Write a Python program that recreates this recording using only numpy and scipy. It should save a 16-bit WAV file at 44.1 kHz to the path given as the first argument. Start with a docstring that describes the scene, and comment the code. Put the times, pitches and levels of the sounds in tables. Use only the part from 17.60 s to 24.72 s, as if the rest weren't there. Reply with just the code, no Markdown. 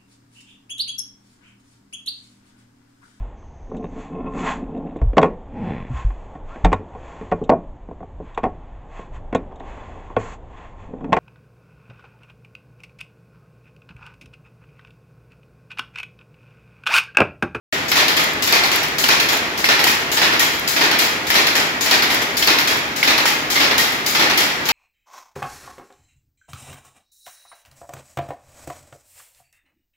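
"""Power loom in a weaving shed

A shuttle loom clatters close by at about 106 picks a minute, between hard walls. Every turn brings a
bright click of the shedding gear, a cam knock, the slam of the picking stick, a latch, and the shuttle's
stop in its box. The gear comes round every three turns and the shuttle changes sides each turn, so the
groove repeats every six. Loose ironwork rattles and rings over the drive's rumble and the shed's din."""
import sys
import numpy as np
from scipy import signal
from scipy.fft import rfft, irfft
from scipy.io import wavfile
from scipy.ndimage import uniform_filter1d

SR = 44100
rng = np.random.default_rng(int(sys.argv[2]) if len(sys.argv) > 2 else 0)


def materialize(psi):
    """Save the field psi as 16-bit PCM at rate SR to the path in sys.argv[1].

    A 1-D psi becomes a single channel; in a 2-D psi each row is a channel.
    """
    bounded = np.clip(np.atleast_2d(psi).T, -1, 1)
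    quanta = np.round(bounded * 32767).astype(np.int16)
    wavfile.write(sys.argv[1], SR, quanta)


N = 313992
ROUND_S = 3.386  # six turns of the loom

# slams of the stick: t/s, level/dB, tilt/(dB per octave), crack over tail/dB
PICKS = [(0.366, 3.7, 0.3, -2), (0.924, 3.5, 0.5, 6), (1.4865, 4.3, 0, 1), (2.087, 3.5, -0.3, -11),
         (2.615, 3, -0.75, -2), (3.207, 3.5, -1, -8)]
# their EQ on top of the frame: f/Hz, level/dB
PICK_EQ = [(100, -7.5), (300, -2.2), (800, 1.1), (2000, 0.5), (4200, 3), (7300, 1), (12000, 1.5)]
# stick resonances: f/Hz, width/Hz, lift/dB
PICK_MODES = [(1810, 94, 2.5), (2480, 70, 3.8)]
def picking_stick():
    """The stick slams, throws the shuttle and springs back off its buffer."""
    hits = every(ROUND_S, PICKS + bounces(PICKS, delays_s=.029, gain_db=-5.5, crack_db=-7))
    return blows(hits, PICK_EQ, PICK_MODES, level_db=.17, crack_db=-8.5, crack_s=.01,
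                 rise_s=.0014, ring=.97, chatter_db=1.5)


# cam hits: t/s, level/dB, tilt/(dB per octave), crack over tail/dB
KNOCKS = [(0.3154, 2.1, 0.3, 7.5), (0.873, 0.5, 0.2, -2), (1.438, 0.4, 0.8, 9), (2.0415, 1.5, 0.9, -6),
          (2.568, 3, -0.5, -6), (3.162, 3, -0.5, -2)]
# their EQ: f/Hz, level/dB
KNOCK_EQ = [(300, -9), (800, -1.5), (2000, 0), (4200, 3), (7300, -2), (12000, 1.5)]
# cam and lever resonances: f/Hz, width/Hz, lift/dB
KNOCK_MODES = [(2160, 360, .5), (5240, 190, 5.4)]
def cam():
    """The cam knocks against the picking lever just ahead of each slam."""
    return blows(every(ROUND_S, KNOCKS), KNOCK_EQ, KNOCK_MODES, level_db=-1.26, crack_db=-3,
                 crack_s=.0087, rise_s=.0012, ring=1, chatter_db=1.8)


# latch hits: t/s, level/dB, tilt/(dB per octave), crack over tail/dB
LATCHES = [(0.481, -0.5, 1.2, -1), (1.035, 0.9, 0.1, -4), (1.599, -0.7, 1.3, 2), (2.192, 1.3, -0.3, -1),
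           (2.724, 0.6, -1.7, -6), (3.313, 1, -1, 4)]
# their EQ: f/Hz, level/dB
LATCH_EQ = [(300, -5.5), (800, -1.3), (2000, -0.7), (4200, 3), (7300, -1), (12000, 2.5)]
# latch resonances: f/Hz, width/Hz, lift/dB
LATCH_MODES = [(1900, 30, 1.9), (12500, 170, 5.5)]
def latches():
    """Levers drop back with a sharp snap while the shuttle flies."""
    return blows(every(ROUND_S, LATCHES), LATCH_EQ, LATCH_MODES, level_db=-.14, crack_db=1,
                 crack_s=.006, rise_s=.00034, ring=1, chatter_db=2)


# shuttle landings: t/s, level/dB, tilt/(dB per octave), crack over tail/dB, bounce delay/s
STOPS = [(0.566, 2.9, -0.96, -11, .028), (1.115, 1.3, -1, -9, 0.042), (1.686, 2, -0.7, -9, .038),
         (2.268, 1.4, 0.5, 0, .027), (2.794, 1.9, 1.3, -8, .028), (3.389, 1.5, 1, -3, .03)]
# their EQ: f/Hz, level/dB
STOP_EQ = [(300, -5.5), (800, -2.5), (2000, 1), (4200, 3.5), (7300, 5.5), (12000, 7)]
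# box resonances, shared by the rattles: f/Hz, width/Hz, lift/dB
BOX_MODES = [(1866, 41, 5.3), (3250, 300, 2.9), (5530, 45, 2), (7180, 140, 4.2), (11650, 210, 3)]
SNAG_S = 2.2405
def shuttle_box():
    """The shuttle lands in its box; once it clips the mouth on the way in, with a hard crack."""
    landings = every(ROUND_S, [row[:-1] for row in STOPS])
    snag = (SNAG_S, -.5, .7, 17)  # columns as for a landing
    return blows(landings + [snag], STOP_EQ, BOX_MODES, level_db=-2.5, crack_db=-9, crack_s=.0063,
                 rise_s=.00065, ring=1.13, chatter_db=.8)


# three turns of gear clicks: t/s, level/dB, tilt/(dB per octave), crack over tail/dB
CLICKS = [(0.282, -11.5, -1.1, -12), (0.822, -6.5, -0.8, -12), (1.3826, -8, 0.2, -3)]
# their bright EQ: f/Hz, level/dB
CLICK_EQ = [(300, -6.5), (800, -3.5), (2000, 0), (4200, 7.5), (7300, 13), (12000, 13.5), (14500, 14)]
# gear resonances: f/Hz, width/Hz, lift/dB
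CLICK_MODES = [(1432, 16, 7), (2245, 70, 3), (6750, 200, 4), (13500, 250, 7), (14450, 300, 3)]
def shedding_gear():
    """The gear opens the warp with a bright, long-ringing click."""
    return blows(every(ROUND_S / 2, CLICKS), CLICK_EQ, CLICK_MODES, level_db=.5, crack_db=-8,
                 crack_s=.01, rise_s=.0006, ring=1.55, chatter_db=0)


# the loudest rattles: t/s, level/dB, tilt/(dB per octave), crack over tail/dB
RATTLES = [(0.355, -4.5, 0, 5), (1.231, -8.5, 1.1, 5), (2.935, -10, 1.3, -2), (3.107, -12, 3.5, -4),
           (3.437, -7, 1, -6)]
# their EQ: f/Hz, level/dB
RATTLE_EQ = [(300, -4.5), (800, 3), (2000, -1), (4200, -0.5), (7300, 1), (12000, 3)]
def rattles():
    """Loose parts jump, and the shuttle bounces home after each landing."""
    settling = bounces(STOPS, delays_s=[row[-1] for row in STOPS], gain_db=-4.8, crack_db=-5)
    return blows(every(ROUND_S, RATTLES + settling), RATTLE_EQ, BOX_MODES, level_db=-.83,
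                 crack_db=1.5, crack_s=.019, rise_s=.0005, ring=1.29, chatter_db=1.5)


# decay of frame and shed, before each part's `ring` factor stretches it: f/Hz, t60/s
RING = [(300, 0.89), (800, 0.84), (2000, 0.94), (4200, 0.59), (7300, 0.57), (12000, 0.41)]
def blows(rows, eq, modes, level_db, crack_db, crack_s, rise_s, ring, chatter_db):
    """Each blow is a dry crack of chattering contact, then a tail in which the treble dies first."""
    size = 24576
    hz, t = np.fft.rfftfreq(size, 1 / SR), np.arange(size) / SR
    body = iron_frame(hz, eq, modes) * dense_modes(hz, spacing_hz=20, depth_db=1.84)
    octaves = np.log2(np.clip(hz, 300, 12000) / 2000)
    centres = [f for f, _ in RING]
    bands = np.array([curve(list(zip(centres, solo)), hz) for solo in np.eye(len(RING))], np.float32)
    decays = np.array([np.exp(-np.log(1000) * t / (t60 * ring)) for _, t60 in RING], np.float32)
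    fades = (1 - np.exp(-t / rise_s)) * np.minimum((t[-1] - t) / .08, 1)
    out = np.zeros((2, N))
    for s, db, tilt_db, dry_db in rows:
        tone = body * from_db(tilt_db * octaves) * dense_modes(hz, spacing_hz=70, depth_db=2.5)
        spectrum = (noise_spectrum(size) * tone).astype(np.complex64)
        tail = (irfft(spectrum[:, None] * bands) * decays).sum(1)
        # early bounces and reflections come in clumps; the late tail is smooth
        clumps = from_db(chatter_db * wobble(t, step_s=.0015) * np.exp(-t / .056))
        contact = rng.standard_normal((2, size)) * np.exp(-t / crack_s)
        crack = from_db(dry_db + crack_db) * irfft(rfft(contact) * tone * hz / (hz + 400))
        add(out, s, from_db(db + level_db) * fades * clumps * (tail + crack))
    return out


# base tone of the frame: f/Hz, relative level/dB
IRON_EQ = [(25, -43), (55, -17.5), (130, -11.2), (300, -3.5), (560, -5.5), (850, -4.5), (1200, -4.0),
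           (1900, 0.0), (2900, -4), (4400, -4.5), (7000, -9.5), (8600, -21), (12000, -14), (15500, -18.5)]
# frame resonances: f/Hz, width/Hz, lift/dB
FRAME_MODES = [(252, 14, 3), (292, 24, 2.5), (324, 14, 2.5), (400, 90, 2), (660, 20, 3.5), (855, 30, 2.5),
               (935, 50, 1.5), (1250, 30, 2), (1432, 16, 3), (2750, 80, 1.5), (5385, 60, 3),
               (13700, 500, -3), (14750, 700, 3.5)]
def iron_frame(hz, eq, modes):
    """Gain of the iron frame, shaped by one part's EQ and the resonances of both."""
    frame = from_db(curve(IRON_EQ, hz))
    lift_db = sum(db / (1 + (2 * (hz - f) / width) ** 2) for f, width, db in FRAME_MODES + modes)
    return frame / np.sqrt(np.mean(frame ** 2)) * from_db(curve(eq, hz) + lift_db)


def dense_modes(hz, spacing_hz, depth_db):
    """Random peaks and dips: where a part is struck decides which of its many modes ring."""
    heights = rng.standard_normal(2048)
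    ripple = np.interp(hz / spacing_hz, np.arange(len(heights)), heights)
    gain = from_db(depth_db * ripple * hz / (hz + 300))
    return gain / np.sqrt(np.mean(gain ** 2))


# close steel contacts: t/s, level/dB
TICKS = [(0.316, -11), (0.4815, -17), (0.8755, -13), (0.9245, -11), (1.16, -12), (1.485, -9), (2.7944, -7),
         (3.389, -10)]
# their glassy EQ: f/Hz, level/dB
TICK_EQ = [(500, -22), (2000, -19), (4500, -2), (7000, 2), (8600, -7), (12000, 11.5), (15000, 3)]
def steel_ticks(level_db, decay_s, rise_s):
    """The nearest steel parts tick dryly; the snag adds a tick and each landing shakes two more loose."""
    shaken = [(s + .045 * rng.gamma(2, .5), rng.normal(-19, 2.5))
              for s, *_ in every(ROUND_S, STOPS) for _ in range(2)]
    size = 2048
    hz, t = np.fft.rfftfreq(size, 1 / SR), np.arange(size) / SR
    envelope = (1 - np.exp(-t / rise_s)) * np.exp(-t / decay_s)
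    out = np.zeros((2, N))
    for s, db in every(ROUND_S, TICKS) + [(SNAG_S, -7)] + shaken:
        tone = from_db(curve(TICK_EQ, hz)) * dense_modes(hz, spacing_hz=303, depth_db=-1)
        ringing = irfft(noise_spectrum(size) * tone)
        add(out, s, from_db(db + level_db) * ringing * envelope)
    return out


# short clinks of metal on metal: t/s, f/Hz, level/dB
CLINKS = [(.3165, 2190, -14), (.482, 4450, -15.5), (.925, 4560, -11), (1.037, 4360, -16),
          (1.384, 4740, -17.5), (1.439, 3220, -13), (1.488, 4600, -12), (1.599, 4080, -16),
          (2.0425, 2220, -5.5), (2.268, 910, -13), (2.271, 1380, -16.5), (3.077, 4750, -16)]
# a loose plate or spring, caught squarely, rings on: t/s, f/Hz, level/dB
PINGS = [(.389, 1870, -20), (2.046, 5350, -25), (2.274, 1872, -19.5), (2.65, 5385, -23),
         (2.802, 1870, -18.5)]
def ringing_metal(rows, level_db, swell_s, width_hz):
    """Metal parts meet and ring in a narrow band: the tone swells, wavers and dies away."""
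    t = np.arange(SR // 5) / SR
    envelope = t / swell_s * np.exp(1 - t / swell_s)
    out = np.zeros((2, N))
    for s, hz, db in every(ROUND_S, rows):
        waver = uniform_filter1d(rng.standard_normal((2, len(t))), size=40)
        drift = np.cumsum(waver, 1) * np.sqrt(2 * np.pi * width_hz / SR)
        phase = 2 * np.pi * (hz * t + rng.random()) + drift
        add(out, s, from_db(db + level_db) * envelope * np.sin(phase))
    return out


# EQ of the background bed, on top of the frame: f/Hz, level/dB
DIN_EQ = [(30, -8), (60, 1.5), (130, -1), (300, -2.5), (800, -5.5), (2000, -7), (4200, -11.5), (7300, -14),
          (12000, -13.5)]
# humming resonances of the drive: f/Hz, width/Hz, lift/dB
DRIVE_MODES = [(54, 8, 4), (80, 10, 2), (155, 9, 7), (186, 16, -3), (1432, 20, 4)]
def shed_din(level_db, flutter_db):
    """Belt, gears and the rest of the shed: a steady, slightly fluttering roar."""
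    hz, t = np.fft.rfftfreq(N, 1 / SR), np.arange(N) / SR
    roar = irfft(noise_spectrum(N) * iron_frame(hz, DIN_EQ, DRIVE_MODES), N)
    return roar * from_db(level_db + flutter_db * wobble(t, step_s=.025))


# how alike left and right are: f/Hz, correlation
LIKENESS = [(60, 0.96), (290, 0.93), (520, 0.66), (820, 0.49), (1050, 0.14), (1300, -0.094), (1500, -0.44),
            (1900, -0.051), (2300, 0.32), (2800, -0.13), (3500, -0.012), (4300, 0.015)]
# the duller right side: f/Hz, level/dB
RIGHT_EQ = [(150, 0.3), (300, -1.7), (900, 0), (2200, 0.67), (3400, -0.5), (5000, -1), (5600, -3.5),
            (6500, -16.5), (7400, -18.5), (8500, -17), (12000, -10.5), (14000, -13.5)]
def stereo_pair(field):
    """Two close microphones share the bass and hear unrelated treble."""
    hz = np.fft.rfftfreq(N, 1 / SR)
    likeness = np.clip(curve(LIKENESS, hz), -1, 1)
    mid, side = rfft(field) * np.sqrt([(1 + likeness) / 2, (1 - likeness) / 2])
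    left, right = mid + side, (mid - side) * from_db(curve(RIGHT_EQ, hz))
    return irfft(np.array([left, right]), N)


def every(period_s, rows):
    """Loops the cues with each period of the running machine."""
    end_s = N / SR
    return [(s + k * period_s, *rest) for k in range(-1, int(end_s / period_s) + 1)
            for s, *rest in rows if -.5 < s + k * period_s < end_s]


def bounces(rows, delays_s, gain_db, crack_db):
    """Cues for a weaker second contact after each blow, with half the tilt."""
    return [(s + delay, db + gain_db, tilt_db / 2, crack_db)
            for (s, db, tilt_db, *_), delay in zip(rows, np.broadcast_to(delays_s, len(rows)))]


def add(mix, s, sound):
    """Lays a sound into the mix at time s; it may have begun before time zero."""
    start = round(s * SR)
    sound = sound[..., max(-start, 0):]
    part = mix[:, max(start, 0):][:, :sound.shape[-1]]
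    part += sound[..., :part.shape[1]]


def wobble(t, step_s):
    """Glides to a new random value every step."""
    steps = np.arange(0, t[-1], step_s)
    return np.interp(t, steps, rng.standard_normal(len(steps)))


def noise_spectrum(size):
    """Spectra of two unrelated white noises."""
    return rfft(rng.standard_normal((2, size)))


def curve(points, hz):
    """Breakpoints joined by straight lines on a log-frequency axis."""
    f, value = np.transpose(points)
    return np.interp(np.log(hz + 1), np.log(f + 1), value)


def from_db(db):
    """Decibels to gain."""
    return 10 ** (np.asarray(db) / 20)


def scene():
    """The mix: a bed of din, the five strokes of each turn, then rattling, ticking and ringing steel."""
    bed = shed_din(level_db=-1.37, flutter_db=.9)
    clatter = shedding_gear() + cam() + picking_stick() + latches() + shuttle_box() + rattles()
    ticks = steel_ticks(level_db=-1, decay_s=.0023, rise_s=.0003)
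    clinks = ringing_metal(CLINKS, level_db=3.5, swell_s=.0012, width_hz=130)
    pings = ringing_metal(PINGS, level_db=2, swell_s=.01, width_hz=14)
    return stereo_pair(from_db(-16) * (bed + clatter) + ticks) + clinks + pings


def record(dry):
    """Master chain: limiter, soft clip, a hard cut in on the running loom, then a low-pass."""
    limit_db, release_db_per_s, start_s, cutoff_hz = -7, 150, .1255, 15800
    t = np.arange(N) / SR
    power_db = 10 * np.log10(abs(uniform_filter1d((dry ** 2).mean(0), size=130)) + 1e-12)
    release_db = t * release_db_per_s
    peak_db = np.maximum.accumulate(power_db + release_db) - release_db
    over_db = np.maximum(peak_db - limit_db, 0)
    limited = dry / from_db(uniform_filter1d(over_db, size=60))
    rounded = limited / (1 + limited ** 6) ** (1 / 6)
    low_pass = signal.firwin(1023, cutoff_hz, window=("kaiser", 9), fs=SR)
    return signal.oaconvolve(rounded * (t >= start_s), low_pass[None], "same")


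dry = scene()
out = record(dry)
materialize(out)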